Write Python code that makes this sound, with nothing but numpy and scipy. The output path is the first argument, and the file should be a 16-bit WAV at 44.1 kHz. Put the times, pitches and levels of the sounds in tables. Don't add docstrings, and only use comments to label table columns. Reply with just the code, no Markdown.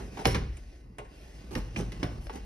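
import sys
import numpy as np
from scipy import signal
from scipy.fft import rfft, irfft, next_fast_len
from scipy.io import wavfile
from scipy.ndimage import uniform_filter1d

SR = 44100
rng = np.random.default_rng(int(sys.argv[2]) if len(sys.argv) > 2 else 0)


def materialize(psi):
    bounded = np.clip(np.atleast_2d(psi).T, -1, 1)
    quanta = np.round(bounded * 32767).astype(np.int16)
    wavfile.write(sys.argv[1], SR, quanta)


N = 108045


def amp(db):
    return 10 ** (np.asarray(db) / 20)


def unit(x):
    return x / np.sqrt(np.mean(x ** 2) + 1e-20)


def fade(t, t60):
    return np.exp(-np.log(1000) * t / t60)


def curve_at(points, hz):
    f, value = np.transpose(points)
    return np.interp(np.log(hz + 1), np.log(f + 1), value)


def add(mix, start, sound):
    part = mix[:, max(round(start * SR), 0):][:, :sound.shape[1]]
    part += sound[:, :part.shape[1]]


def noise(spectrum, size, tilt=0):
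    hz = np.fft.rfftfreq(size, 1 / SR)
    phase = np.exp(2j * np.pi * rng.random((2, len(hz))))
    db = curve_at(spectrum, hz) + tilt * np.log2(1 + hz / 1000)
    return unit(irfft(phase * amp(db), size))


def ring(modes, t, pitch=1):
    detune = 1 + 0.003 * rng.standard_normal(len(modes))
    z = sum(amp(db) * fade(t, t60) * np.exp(2j * np.pi * hz * pitch * d * t)
            for (hz, db, t60), d in zip(modes, detune))
    return np.array([z.imag, z.real])


# frequency in Hz, relative noise density in dB.
AIR_SPECTRUM = [(15, -12), (50, 6), (100, -17), (300, 1), (600, -18), (1200, -52), (2000, -18), (3200, -55),
                (4800, -27), (8000, -47), (12000, -37), (16000, -57)]

def room_air():
    return amp(-61) * noise(AIR_SPECTRUM, N)


# frequency in Hz, t60 in seconds.
ROOM_DECAY = [(60, 0.88), (250, 0.15), (700, 0.42), (2000, 0.48), (5000, 0.47), (12000, 0.27)]

def room(x, db):
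    echoes = rng.standard_normal((2, SR)) * (rng.random((2, SR)) < 4000 / SR)
    hz, t, z = signal.stft(echoes, SR, nperseg=256)
    tail = signal.istft(z * fade(t, curve_at(ROOM_DECAY, hz)[:, None]), SR, nperseg=256)[1]
    tail *= np.arange(tail.shape[1]) > 0.0064 * SR
    return x + amp(db) * signal.fftconvolve(x, tail / np.linalg.norm(tail[0]), axes=1)[:, :N]


# frequency in Hz, then in turn the left-right likeness from 0 to 1,
# the left's phase lead in radians, and left minus right in dB.
MIC_LIKENESS = [(100, .997), (200, .98), (380, .93), (560, .55), (750, .4), (1100, .65), (1600, .75),
                (3200, .62), (6000, .68), (7200, .92), (8600, .72), (10000, .98), (15000, .92)]
MIC_LEAD = [(100, 0), (380, -.15), (520, -.6), (680, -1.3), (820, -1.9), (950, -3.3), (1120, -5),
            (1800, -6), (2600, -4.4), (3900, -5.5), (6000, -5.6), (7000, -3.3), (7800, -3), (9700, -.1),
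            (11500, .1), (12600, 3), (14500, 3.2), (15500, 6.1)]
MIC_BALANCE = [(50, 1.5), (170, -3), (330, -4), (550, -1.5), (800, 1), (1150, -0.5), (1900, 1.5),
               (2700, -1.5), (5500, -0.5), (9000, -0.5)]

def mic_pair(x):
    size = next_fast_len(x.shape[1] + SR // 4)
    shared, apart = rfft(x, size)
    hz = np.fft.rfftfreq(size, 1 / SR)
    alike = np.clip(curve_at(MIC_LIKENESS, hz), 0, 1)
    side = amp(curve_at(MIC_BALANCE, hz) / 2)
    left = (alike * shared + np.sqrt(1 - alike ** 2) * apart) * np.exp(1j * curve_at(MIC_LEAD, hz))
    return irfft(np.array([left * side, shared / side]), size)[:, :x.shape[1]]


def patchy(x, depth_db=2, patch_s=0.07, patch_hz=350):
    hz, t, z = signal.stft(x, SR, nperseg=512)
    swell = uniform_filter1d(rng.standard_normal(z.shape[1:]), round(patch_s / t[1]), axis=1)
    swell = unit(uniform_filter1d(swell, round(patch_hz / hz[1]), axis=0))
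    return unit(signal.istft(z * amp(depth_db * swell), SR, nperseg=512)[1][:, :x.shape[1]])


# time in seconds, then rub, roll and rumble in dB.
TRAVEL_LEVELS = [(0, -50.5, -44, -40), (0.102, -57.5, -47, -46), (.2, -47, -43, -44.5),
                 (.42, -66, -37.5, -31), (.55, -58.5, -53.5, -39), (.68, -62, -56, -44.5),
                 (0.802, -64.5, -61.5, -47.5), (.86, -71.5, -52.5, -46.5), (.92, -76.5, -56.5, -52.5),
                 (1.06, -65, -53, -46), (1.16, -57.5, -57.5, -52.5), (1.3, -56.5, -54, -47),
                 (1.44, -58.5, -49.5, -49), (1.6, -60.5, -48.5, -35), (1.73, -56, -44.5, -45),
                 (1.88, -59.5, -48.5, -51), (2.0, -54, -40.5, -39.5), (2.2, -59.5, -45, -36.5),
                 (2.359, -59, -61, -43.5), (2.45, -59.5, -46, -43)]
# frequency in Hz, relative density in dB.
RUB_SPECTRUM = [(100, 1), (700, 10.5), (1200, -6), (1700, 4), (2800, 4), (3800, -3), (5300, 0.5),
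                (7500, -5.5), (12000, -13.5), (13000, -10), (16000, -31)]
ROLL_SPECTRUM = [(25, 5.5), (70, -6), (120, 2.5), (200, -3.5), (420, -9.5), (650, -18.5), (1100, -18.5),
                 (3000, -81), (9000, -101)]
RUMBLE_SPECTRUM = [(15, -31), (30, 3), (42, 3.5), (50, 7.5), (62, 4), (85, -11.5), (150, -27), (500, -95)]
# Hz before pitch scaling, level in dB, t60 in seconds.
TRACK_MODES = [(1560, -35, 0.11), (1680, -18.5, 0.1), (2070, -30, 0.11), (2120, -30, 0.13),
               (2286, -23.5, 0.22), (2778, -26.5, 0.255), (3027, -20.5, 0.16), (4333, -23.5, 0.15),
               (5430, -31, 0.11), (5620, -24, 0.17)]

def travel():
    times, *levels = np.transpose(TRAVEL_LEVELS)
    rub_db, roll_db, rumble_db = [np.interp(np.arange(N) / SR, times, db) for db in levels]
    flutter_db = 2 * unit(uniform_filter1d(rng.standard_normal(N), size=700))
    t = np.arange(SR // 4) / SR
    friction = noise(RUB_SPECTRUM, N)
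    damped_track = ring(TRACK_MODES, t, pitch=0.91) * fade(t, t60=0.59)
    singing = unit(signal.fftconvolve(friction, damped_track, axes=1)[:, :N])
    rub = amp(rub_db + flutter_db / 2) * patchy(friction + amp(-9.5) * singing)
    roll = amp(roll_db + flutter_db) * noise(ROLL_SPECTRUM, N)
    return rub + roll + amp(rumble_db) * noise(RUMBLE_SPECTRUM, N)


# start in seconds, then click, body and edge gains in dB.
PLASTIC_TAPS = [(0.569, -53.5, -70, -50), (0.9835, -41, -43, -45.5), (0.995, -56, -43, -70),
                (1.047, -55.5, -59, -66)]
# frequency in Hz, relative density in dB.
CLICK_SPECTRUM = [(250, -35), (600, 3.5), (1500, -4), (2100, 3), (2900, 0), (3800, -14.5), (6500, -16.5),
                  (13000, -44)]
BODY_SPECTRUM = [(150, -31), (330, -13), (420, 1), (620, -7), (760, -4.5), (1050, -8.5), (1600, -52),
                 (3500, -27), (9000, -49)]
EDGE_SPECTRUM = [(2000, -20), (6000, -17), (7300, 3), (8500, 0.5), (10300, -6), (12000, -19.5),
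                 (15000, -21.5)]
# frequency in Hz, level in dB, t60 in seconds.
PLASTIC_MODES = [(350, -8.5, 0.17), (415, 1.5, 0.18), (592, -6.5, 0.28), (910, -4, 0.28), (1078, 1, 0.21),
                 (1443, -4.5, 0.14), (2060, -3.5, 0.087), (2760, -12, 0.067), (3190, -18, .1)]
CONTACT_RISE_S = 0.00093

def plastic_taps():
    t, out = np.arange(SR // 2) / SR, np.zeros((2, N))
    for start, click_db, body_db, edge_db in PLASTIC_TAPS:
        click = amp(click_db) * noise(CLICK_SPECTRUM, len(t)) * fade(t, t60=0.09)
        hollow = amp(-2) * noise(BODY_SPECTRUM, len(t)) * fade(t, t60=0.23)
        body = amp(body_db) * (hollow + amp(-3) * ring(PLASTIC_MODES, t))
        edge = amp(edge_db) * noise(EDGE_SPECTRUM, len(t)) * fade(t, t60=0.048)
        add(out, start, (click + body + edge) * np.minimum(t / CONTACT_RISE_S, 1))
    return room(out, db=-13.5)


# start and length in seconds, chatter in dB,
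# its tilt in dB per octave, judder of the wood in dB.
GUIDE_SCRAPES = [(0.171, 0.066, -48, 4, -39.5), (0.269, 0.075, -38.5, 4.5, -60),
                 (1.507, 0.0955, -39, 0.5, -45.5), (1.763, 0.063, -41.5, 5, -46.5),
                 (2.21, 0.077, -62.5, 13, -56.5), (2.322, 0.07, -47, 3, -45)]
# frequency in Hz, relative density in dB.
CHATTER_SPECTRUM = [(60, 35.5), (400, 25), (900, -3), (1500, -6), (2400, 7), (3800, 1), (5600, 2.5),
                    (7500, -3.5), (11800, -12.5), (13000, -25), (16000, -60.5)]
JUDDER_SPECTRUM = [(60, 1.5), (150, -13), (240, 1), (320, -14), (420, 4), (600, -35.5), (820, 3.5),
                   (1100, -16), (2000, -25), (6000, -59.5)]

def scrapes(slips_per_s=1100, spread_db=2, rise_s=0.0036, fall_s=0.017):
    t, out = np.arange(SR // 4) / SR, np.zeros((2, N))
    size = 2048
    for start, length, chatter_db, tilt, judder_db in GUIDE_SCRAPES:
        slipping = rng.random(len(t)) < slips_per_s / SR
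        slips = slipping * amp(-spread_db * rng.standard_normal(len(t))) * rng.choice([-1, 1], len(t))
        tick = amp(chatter_db) * unit(noise(CHATTER_SPECTRUM, size, tilt) * fade(t[:size], t60=0.013))
        judder = amp(judder_db) * unit(noise(JUDDER_SPECTRUM, size) * fade(t[:size], t60=0.12))
        run = signal.fftconvolve(unit(slips)[None], (tick + judder) / np.sqrt(size), axes=1)
        envelope = np.clip(np.minimum(t / rise_s, (length - t) / fall_s), 0, 1)
        add(out, start, run[:, :len(t)] * envelope)
    return room(out, db=-7.5)


# start in seconds; crack, wood and boom in dB;
# crack tilt in dB per octave; wood pitch as a ratio; crack t60 in seconds; then the clack's
# pitch in Hz, level in dB and left minus right in dB.
FRAME_KNOCKS = [(0.001, -49, -37.5, -48, -20, 0.86, 0.059, 770, -44, -4),
                (0.1714, -41.5, -53, -71, -3, 1.06, 0.044, 815, -38, -9),
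                (0.190, -41.5, -49, -52, -14, 0.8, 0.056, 843, -41.5, -17),
                (0.248, -37, -63, -62, 1, 1.3, 0.058, 820, -36.5, -10),
                (0.2543, -14, -21, -22.5, 1.5, 1.0, 0.027, 778, -23.5, -22.5),
                (0.2688, -29.5, -27.5, -23.5, 16.5, 1.0, 0.044, 415, -27.5, -1),
                (0.3455, -28, -30.5, -22.5, -1, 1.03, 0.11, 1900, -35, -2),
                (0.905, -84, -77, -47, -4, 0.36, 0.037, 166.4, -47.5, 3),
                (1.5089, -55, -43.5, -46, 4, 0.85, 0.032, 330, -57, 0),
                (1.5517, -29.5, -38, -36, 2, 1.095, 0.033, 1860, -36.5, -13),
                (1.559, -39, -33.5, -33, -13, .63, 0.057, 239, -30.5, -2),
                (1.7610, -32, -32, -30, -4, 0.7, 0.031, 2395, -29.5, -4),
                (1.784, -48, -33.5, -31.5, 21, 0.94, 0.033, 177, -29.5, 1),
                (1.801, -49, -39, -46, 3, 0.89, .03, 409, -32, 1),
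                (1.822, -52, -40.5, -42, 4, 0.73, 0.033, 246, -36.5, -8),
                (1.884, -75, -64, -51, 0, .7, 0.024, 126, -41, 1),
                (1.9196, -40.5, -59, -49, 2.5, 2.7, 0.056, 2460, -58, 0),
                (2.0293, -27.5, -31, -29, -3, 0.74, 0.047, 241, -25, -0.5),
                (2.0332, -37, -38.5, -56, 4, 1.55, 0.031, 730, -41, -7),
                (2.122, -67, -46.5, -35, 6, 0.5, 0.032, 215, -41.5, 2),
                (2.268, -38.5, -72, -55, -1, 3.6, 0.016, 581, -46, 17),
                (2.2951, -41.5, -40.5, -56, -3.5, 0.98, 0.084, 877, -33, 3),
                (2.357, -44, -48.5, -48, 6, 0.98, 0.036, 264, -35, -2)]
# Hz before any pitch scaling, relative density in dB.
CRACK_SPECTRUM = [(100, -14), (420, -24), (620, -6), (800, -0.5), (1000, 7), (1300, 2.5), (1650, 1.5),
                  (2300, 4), (3600, -3.5), (5600, -4.5), (7500, -17), (11000, -17.5), (12300, -24.5),
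                  (13200, -27), (16000, -45)]
CLUNK_SPECTRUM = [(30, -43), (90, -18), (150, -1), (270, 1), (450, 5.5), (530, -5), (650, -9),
                  (1000, -10.5), (2000, -17), (6000, -37.5)]
# Hz before pitch scaling, level in dB, t60 in seconds.
WOOD_MODES = [(214.3, -18.5, 0.7), (300, -3.5, 0.14), (393.8, -10.5, 0.38), (458.4, 0.5, 0.12),
              (541, -15, 0.26), (771, -16.5, 0.26), (930, -25.5, 0.16), (973, -14, 0.19)]
PANEL_MODES = [(48.9, -3, 0.66), (63.2, -10, 0.45), (90, -14.5, 0.78), (115.05, -4.5, 0.58),
               (125, -2, 0.28), (147.3, -14, 0.6), (179.1, -5.5, 0.27)]

def knocks(wood_rise_s=0.0084, panel_rise_s=0.011):
    t = np.arange(SR) / SR
    cracks, rings, booms = np.zeros((3, 2, N))
    for start, crack_db, wood_db, boom_db, tilt, pitch, crack_t60, *_ in FRAME_KNOCKS:
        crack = noise(CRACK_SPECTRUM, SR, tilt) * fade(t, crack_t60)
        add(cracks, start, amp(crack_db) * crack * np.minimum(t / CONTACT_RISE_S, 1))
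        add(rings, start, amp(crack_db) * ring(TRACK_MODES, t[:SR // 2], pitch=0.95))
        clunk = amp(1) * noise([(hz * pitch, db) for hz, db in CLUNK_SPECTRUM], SR) * fade(t, t60=0.14)
        wood = clunk + ring(WOOD_MODES, t, pitch)
        add(rings, start, amp(wood_db) * wood * np.minimum(t / wood_rise_s, 1))
        boom = ring(PANEL_MODES, t, pitch=0.98)
        add(booms, start, amp(boom_db) * boom * np.minimum(t / panel_rise_s, 1))
    return room(cracks, db=-9.5) + room(rings, db=-7.5) + booms


# ratio to the clack's pitch, level in dB, t60 in seconds.
CLACK_MODES = [(0.9, -13, 0.02), (1.0, -1.5, 0.065), (1.11, -2, 0.036), (1.28, -7.5, 0.046)]

def clacks(rise_s=0.0015):
    t, out = np.arange(SR // 5) / SR, np.zeros((2, N))
    for start, *_, clack_hz, clack_db, pan_db in FRAME_KNOCKS:
        clack = ring(CLACK_MODES, t, clack_hz) * np.minimum(t / rise_s, 1)
        gains = amp(clack_db + np.array([[pan_db], [-pan_db]]) / 2)
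        add(out, start, gains * mic_pair(clack))
    return out


def scene():
    return mic_pair(knocks() + plastic_taps() + scrapes() + travel() + room_air()) + clacks()


def record(dry, low_cut_hz=41.5, top_fade_hz=14300, band_limit_hz=15900):
    low_cut = signal.butter(4, low_cut_hz, "highpass", fs=SR, output="sos")
    top_fade = signal.butter(8, top_fade_hz, fs=SR, output="sos")
    band_limit = signal.firwin(255, band_limit_hz, window=("kaiser", 9), fs=SR)
    heard = signal.sosfilt(np.vstack([low_cut, top_fade]), dry)
    return signal.oaconvolve(heard, band_limit[None], "same")


dry = scene()
out = record(dry)
materialize(out)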